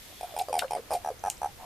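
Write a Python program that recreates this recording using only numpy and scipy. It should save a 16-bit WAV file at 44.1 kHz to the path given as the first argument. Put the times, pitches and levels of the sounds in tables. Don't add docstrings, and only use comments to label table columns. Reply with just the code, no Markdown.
import sys
import numpy as np
from scipy import signal
from scipy.fft import rfft, irfft
from scipy.io import wavfile
from scipy.ndimage import uniform_filter1d

SR = 44100
rng = np.random.default_rng(int(sys.argv[2]) if len(sys.argv) > 2 else 0)


def int16_out(signal):
    q = np.round(np.clip(np.atleast_2d(signal).T, -1, 1) * 32767)
    wavfile.write(sys.argv[1], SR, q.astype(np.int16))


N = 72765

# start in seconds, pulse count, first gap and its growth per pulse in seconds,
# level, mid-call swell and change by the end in dB, pitch and its fall in Hz,
# last pulse length in seconds, overtone level in dB, voice.
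CALLS = [ (.075, 5, .012, 0, -52, 1, 3, 620, -60, .007, -16, "soft"),
         (0.2096, 2, 0.02, 0, -26.5, 0, 0, 729, 0.5, 0.0088, 2.5, "bright"),
         (0.2388, 2, 0.0033, 0, -36, 0, 3.5, 708, -3, 0.011, -4, "nasal"),
         (0.278, 4, .014, 0, -47.5, 2, 5, 790, 107, 0.013, -10, "soft"),
         (.3388, 2, .0047, 0, -35, 0, 0, 623, 21, .011, -4, "soft"),
         (.3641, 5, .0121, -.0004, -25, 1.5, 2.5, 795, 35, .0145, 1.5, "bright"),
         (0.4213, 2, 0.0066, 0, -36, 0, -4, 710, 3, 0.013, -19, "soft"),
         (.4840, 3, 0.01, -0.001, -26.5, 1.5, -4, 611, 88, 0.014, 3, "soft"),
         (.5279, 5, .0120, .0001, -19.5, 2.5, -3, 805, 85, .0105, 0, "bright"),
         (0.632, 2, 0.011, 0, -26, 0, -5, 631, 97, 0.017, 2.5, "soft"),
         (.7076, 4, .0110, 0.0028, -21, -0.5, -1, 817, 63, 0.0055, -0.5, "bright"),
         (0.756, 2, 0.00506, 0, -28.5, 0, 5, 730, 38, 0.0072, -6, "bright"),
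         (0.7696, 3, 0.011, -0.00073, -26, 2, -7.5, 564, 100, 0.013, -3.5, "soft"),
         (.9060, 4, .0124, 0, -25, 3, -0.5, 655, 139, 0.0064, 1.5, "soft"),
         (0.9128, 5, .0121, .0001, -22.5, 3, -4, 787, 78, 0.013, -0.5, "bright"),
         (1.0467, 4, 0.013, 0.000018, -22, -0.5, 0, 776, 35, 0.0075, -1.5, "nasal"),
         (1.1022, 2, 0.0088, 0, -24.5, 0, -7, 574, 91, 0.01, -4.5, "soft"),
         (1.2376, 5, 0.011, -0.00048, -20.5, 1, -2, 802, 16, 0.0098, 0.5, "nasal"),
         (1.4167, 4, .0134, .0001, -22.5, 1, 0, 815, 20, .0085, -2, "nasal"),
         (1.472, 2, 0.013, 0.0079, -34.5, 0, -10, 823, 33, 0.006, -18, "soft")]
VOICES = { "bright": [(470, -19), (1200, -38), (1550, -27), (2400, -18.5), (3250, -25.5), (4950, -23),
          (5450, -20), (9150, -15), (11000, -23)], "nasal": [(470, -23.5), (1040, -17), (1280, -12),
          (1630, -15.5), (2500, -30), (5950, -18), (9400, -25), (11000, -31)], "soft": [(800, -35),
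          (1150, -6.5), (1600, -22.5), (4950, -18), (9600, -48)]}
# frequency in Hz, left boost and equal right cut in dB.
CALL_PAN = [(400, -0.2), (750, -0.33), (1000, -0.5), (1300, 0.5), (2000, -1), (5000, 1.8)]
# start in seconds, level in dB, centre and width in Hz, decay in seconds,
# tick-to-fizz ratio, spray level in dB, spray decay in seconds.
SNAPS = [ (0.3883, -32, 10500, 4500, 0.0038, 0.6, -39, 0.0079),
         (0.3942, -29, 3400, 1200, 0.003, 0.5, -42, 0.0087),
         (.5892, -23, 10800, 2600, 0.0016, 0.5, -40, 0.01), (.5930, -13, 3000, 2200, 0.0005, 5, -41, 0.018),
         (.5931, -23, 8900, 1500, 0.0007, 3, -48, 0.006), (0.5935, -27, 3200, 1400, 0.005, 0.4, -56, 0.023),
         (.594, -38, 2100, 800, .012, .3, -60, .01), (0.7095, -51, 7900, 6000, 0.0012, 0.5, -41.5, 0.0088),
         (0.934, -37, 11000, 5000, 0.0055, 0.7, -40.5, 0.02),
         (0.938, -38, 4740, 2500, 0.005, 0.7, -46, 0.018),
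         (1.3003, -23, 13500, 3970, 0.00035, 2, -57, .005),
         (1.3003, -19.5, 6900, 2220, 0.0016, 1.2, -51, 0.04),
         (1.3015, -32, 2840, 495, 0.002, 0.8, -60, .01), (1.309, -49, 7200, 2000, .02, 0.1, -62, 0.05)]
# start in seconds, level in dB, pitch in Hz, decay in seconds, left lean in dB.
PLOPS = [(0.616, -34, 590, 0.018, -2), (0.621, -30, 1410, 0.0022, 22), (0.622, -28, 834, 0.011, 2),
         (0.643, -34, 1370, 0.0017, 14)]
# start in seconds, level in dB, pitch in Hz.
DROPLETS = [(0.4202, -37.5, 6830), (0.6812, -41.5, 2600), (1.194, -43.5, 6000), (1.312, -39, 6950),
            (1.324, -47, 7400), (1.3698, -44, 5460), (1.379, -44.5, 7600)]
# centre in Hz, width in Hz, level in dB.
RUSTLE_BANDS = [(3470, 390, -56.5), (11700, 1300, -61.5)]
# frequency in Hz, gain in dB.
SAC_EQ = [(150, 0), (280, -7.5), (400, 2), (900, 0.5), (1100, -6.5), (1400, -3.5), (2400, -1.5),
          (14000, -4.5)]
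RASP_EQ = [(1000, 9), (2500, 2.5), (4000, -3.5), (7000, 1), (10000, 6.5), (12000, 2), (15000, -17)]
SPRAY_EQ = [(800, -52), (2000, 0.5), (3300, -4), (5000, -1), (7500, 0), (12000, 0), (15000, -17)]
AIR_EQ = [(30, 1), (150, 0.5), (300, 2.5), (700, -5), (1100, -9), (2000, -5), (4000, -7.5), (8000, -11.5),
          (13500, -11.5), (16000, -51)]
RUMBLE_EQ = [(15, -14), (30, -2), (80, -2), (130, -8), (220, -15.5), (500, -60)]
ECHO_EQ = [(300, -10.5), (800, -7), (1300, -6.5), (3000, -2.5), (6000, -4), (12000, -4)]
MIC_EQ = [(20, -3), (13000, 0), (14200, 7), (14900, -27), (16500, -25)]
# frequency in Hz, left-right correlation.
AIR_LIKENESS = [(30, 1), (130, 0.51), (700, 0.16), (2000, 0.12), (12000, 0.028)]
# time in seconds, level in dB.
TREBLE_RIDE = [(0.0, -53.5), (0.532, -56.5), (0.73, -58), (1.034, -56.5), (1.138, -58.5), (1.65, -56.5)]
FAR_RIDE = [(0.0, -64), (0.12, -61), (0.31, -55.5), (0.45, -60), (0.68, -56), (1.65, -57)]

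FIRST_PULSE_S, ATTACK_S, OVERTONE_S = .0046, .0018, .0051
RING_DB, RING_S, RASP_DB = -22.5, .02, -17.5
PULSE_JITTER_S, PULSE_SCATTER_DB, OVERTONE_JITTER, SLIP_CYCLES = .00009, 1.44, .024, .094
SPRAY_DROPS_PER_S, SPLASH_WIDTH = 3500, .23
PURR_START_S, PURR_ATTACK_S, PURR_PULSES_PER_S, PURR_HZ, PURR_DB = 1.584, .012, 130, 753, -45
AIR_DB, RUMBLE_DB, RUMBLE_RISE_DB_PER_S, FAR_HZ = -52, -55, 4, 617
ECHO_DB, ECHO_S = -9.5, .018


def toads():
    tone, effort = np.zeros(N), np.zeros(N)
    t = np.arange(SR // 16) / SR
    for start, count, gap, growth, db, swell, end_db, hz, fall, last, over_db, voice in CALLS:
        modes_hz, modes_db = np.array(VOICES[voice], float).T
        for k in range(count):
            progress = k / (count - 1)
            onset = start + k * gap + growth * k * (k - 1) / 2 + rng.normal(0, PULSE_JITTER_S)
            contour_db = swell * np.sin(np.pi * progress) + end_db * progress
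            level = amp(db + contour_db + rng.normal(0, PULSE_SCATTER_DB))
            length = FIRST_PULSE_S + (last - FIRST_PULSE_S) * progress ** 2
            pitch = hz - fall * progress ** 2.9
            stretch = length / FIRST_PULSE_S
            rise = np.sin(np.pi / 2 * np.minimum(t / (ATTACK_S * stretch ** .43), 1)) ** 2
            body = np.exp(-(t / length) ** np.pi) + amp(RING_DB) * np.exp(-t / RING_S)
            sac = rise * body * np.sin(2 * np.pi * pitch * t)
            bite = amp(over_db) * rise * np.exp(-(t / (OVERTONE_S * stretch)) ** np.pi) / stretch ** .8
            detune = (pitch / hz) ** .77 * rng.normal(1, OVERTONE_JITTER, len(modes_hz))
            slip = rng.normal(0, SLIP_CYCLES * np.minimum(modes_hz / hz, 2))
            cycles = np.outer(modes_hz * detune, t - ATTACK_S) + pitch * ATTACK_S + slip[:, None]
            throat = amp(modes_db) @ np.sin(2 * np.pi * cycles)
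            add(tone, onset, level * (sac + bite * throat))
            add(effort, onset, level * bite)
    rasp = spread(unit(colour(white(), RASP_EQ)), width=.43)
    panned = np.array([colour(tone, [(hz, side * db) for hz, db in CALL_PAN]) for side in (1, -1)])
    return colour(panned + amp(RASP_DB) * effort * rasp, SAC_EQ)


def splashes():
    snaps, spray_power = 0, 0
    for start, db, hz, width, decay, tick, spray_db, spray_s in SNAPS:
        t = since(start)
        snaps += amp(db) * snap(start, hz, width, decay, tick)
        spray_power += (amp(spray_db) * (t > 0) * np.exp(-t / spray_s)) ** 2
    drops = white() * (rng.random(N) < SPRAY_DROPS_PER_S / SR)
    return spread(snaps + np.sqrt(spray_power) * unit(colour(drops, SPRAY_EQ)), SPLASH_WIDTH)


def snap(start, hz, width_hz, decay_s, tick):
    t = since(start)
    strike = (t > 0) * np.exp(-t / decay_s)
    energy = np.sum(strike ** 2)
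    crack = white() * strike
    crack[0, int(start * SR)] += tick * np.sqrt(energy)
    for _ in range(3):
        crack = band(crack, hz, 2 * width_hz)
    return crack * np.sqrt(energy / np.sum(crack ** 2, axis=1, keepdims=True))


def plops():
    pops = 0
    for start, db, hz, decay, pan in PLOPS:
        pop = snap(start, hz, width_hz=190, decay_s=decay, tick=.67)[0]
        pops += amp([[db + pan / 2], [db - pan / 2]]) * pop
    return pops


def droplets():
    ticks = sum(amp(db) * snap(start, hz, width_hz=850, decay_s=.0017, tick=1.3)
                for start, db, hz in DROPLETS)
    return spread(ticks, SPLASH_WIDTH)


def rustle(peak_s=.25, swell_s=.15):
    hiss = sum(amp(db) * unit(band(white(), hz, width)) for hz, width, db in RUSTLE_BANDS)
    return np.exp(-((since(0) - peak_s) / swell_s) ** 2 / 2) * spread(hiss, SPLASH_WIDTH)


def purr():
    t = since(PURR_START_S)
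    pulses = 1 - .5 * np.cos(2 * np.pi * PURR_PULSES_PER_S * t)
    throat = unit(band(band(rng.standard_normal(N), PURR_HZ, 280), PURR_HZ, 280))
    return amp(PURR_DB) * (1 - np.exp(-t / PURR_ATTACK_S)) * pulses * throat


def far_toads():
    waver = rng.standard_normal(N)
    for _ in range(2):
        waver = uniform_filter1d(waver, size=1500, mode="wrap")
    blur = unit(band(band(white(), FAR_HZ, 1180), FAR_HZ, 1180))
    level_db = np.interp(since(0), *np.array(FAR_RIDE).T) + 3 * unit(waver)
    return amp(level_db) * spread(blur, width=.59)


def outdoors():
    hz, t = np.fft.rfftfreq(N, 1 / SR), since(0)
    air = amp(AIR_DB) * wide_noise(AIR_EQ)
    treble = irfft(rfft(air) * hz ** 2 / (hz ** 2 + 1500 ** 2), N)
    times, ride_db = np.array(TREBLE_RIDE).T
    treble_gain = amp(2 + np.interp(t, times, ride_db - ride_db.mean()))
    rumble = amp(RUMBLE_DB + RUMBLE_RISE_DB_PER_S * (t - t.mean())) * wide_noise(RUMBLE_EQ)
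    return air + treble * (treble_gain - 1) + rumble


def wide_noise(eq):
    likeness = along(AIR_LIKENESS, np.fft.rfftfreq(N, 1 / SR))
    centre_side = irfft(rfft(white()) * np.sqrt([1 + likeness, 1 - likeness]), N)
    return unit(colour(spread(centre_side, width=1), eq))


def white(n=N):
    return rng.standard_normal((2, n))


def amp(db):
    return 10 ** (np.asarray(db) / 20)


def unit(x):
    return x / np.sqrt(np.mean(x ** 2))


def along(curve, hz):
    knots_hz, values = np.array(curve, float).T
    return np.interp(np.log(hz + 1), np.log(knots_hz), values)


def colour(x, eq):
    n = x.shape[-1]
    return irfft(rfft(x) * amp(along(eq, np.fft.rfftfreq(n, 1 / SR))), n)


def band(x, hz, width_hz):
    return signal.lfilter(*signal.iirpeak(hz, hz / width_hz, SR), x)


def spread(pair, width):
    return pair[0] + width * pair[1] * np.array([[1], [-1]])


def since(start):
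    return np.maximum(np.arange(N) / SR - start, 0)


def add(out, start, x):
    i = int(max(start, 0) * SR)
    out[i:i + len(x)] += x[:max(N - i, 0)]


def echo(near):
    t = np.arange(SR // 4) / SR
    tail = colour(white(len(t)), ECHO_EQ) * np.exp(-t / ECHO_S) * (t > .004)
    tail = spread(unit(tail), width=.12) / np.sqrt(len(t))
    return amp(ECHO_DB) * signal.fftconvolve(near, tail, axes=1)[:, :N]


def scene():
    near = toads() + purr() + splashes() + droplets() + plops() + rustle()
    return near + echo(near) + outdoors() + far_toads()


def record(dry):
    top_cut = signal.ellip(8, .2, 70, 16500, fs=SR, output="sos")
    return signal.sosfilt(top_cut, colour(dry, MIC_EQ))


dry = scene()
out = record(dry)
int16_out(out)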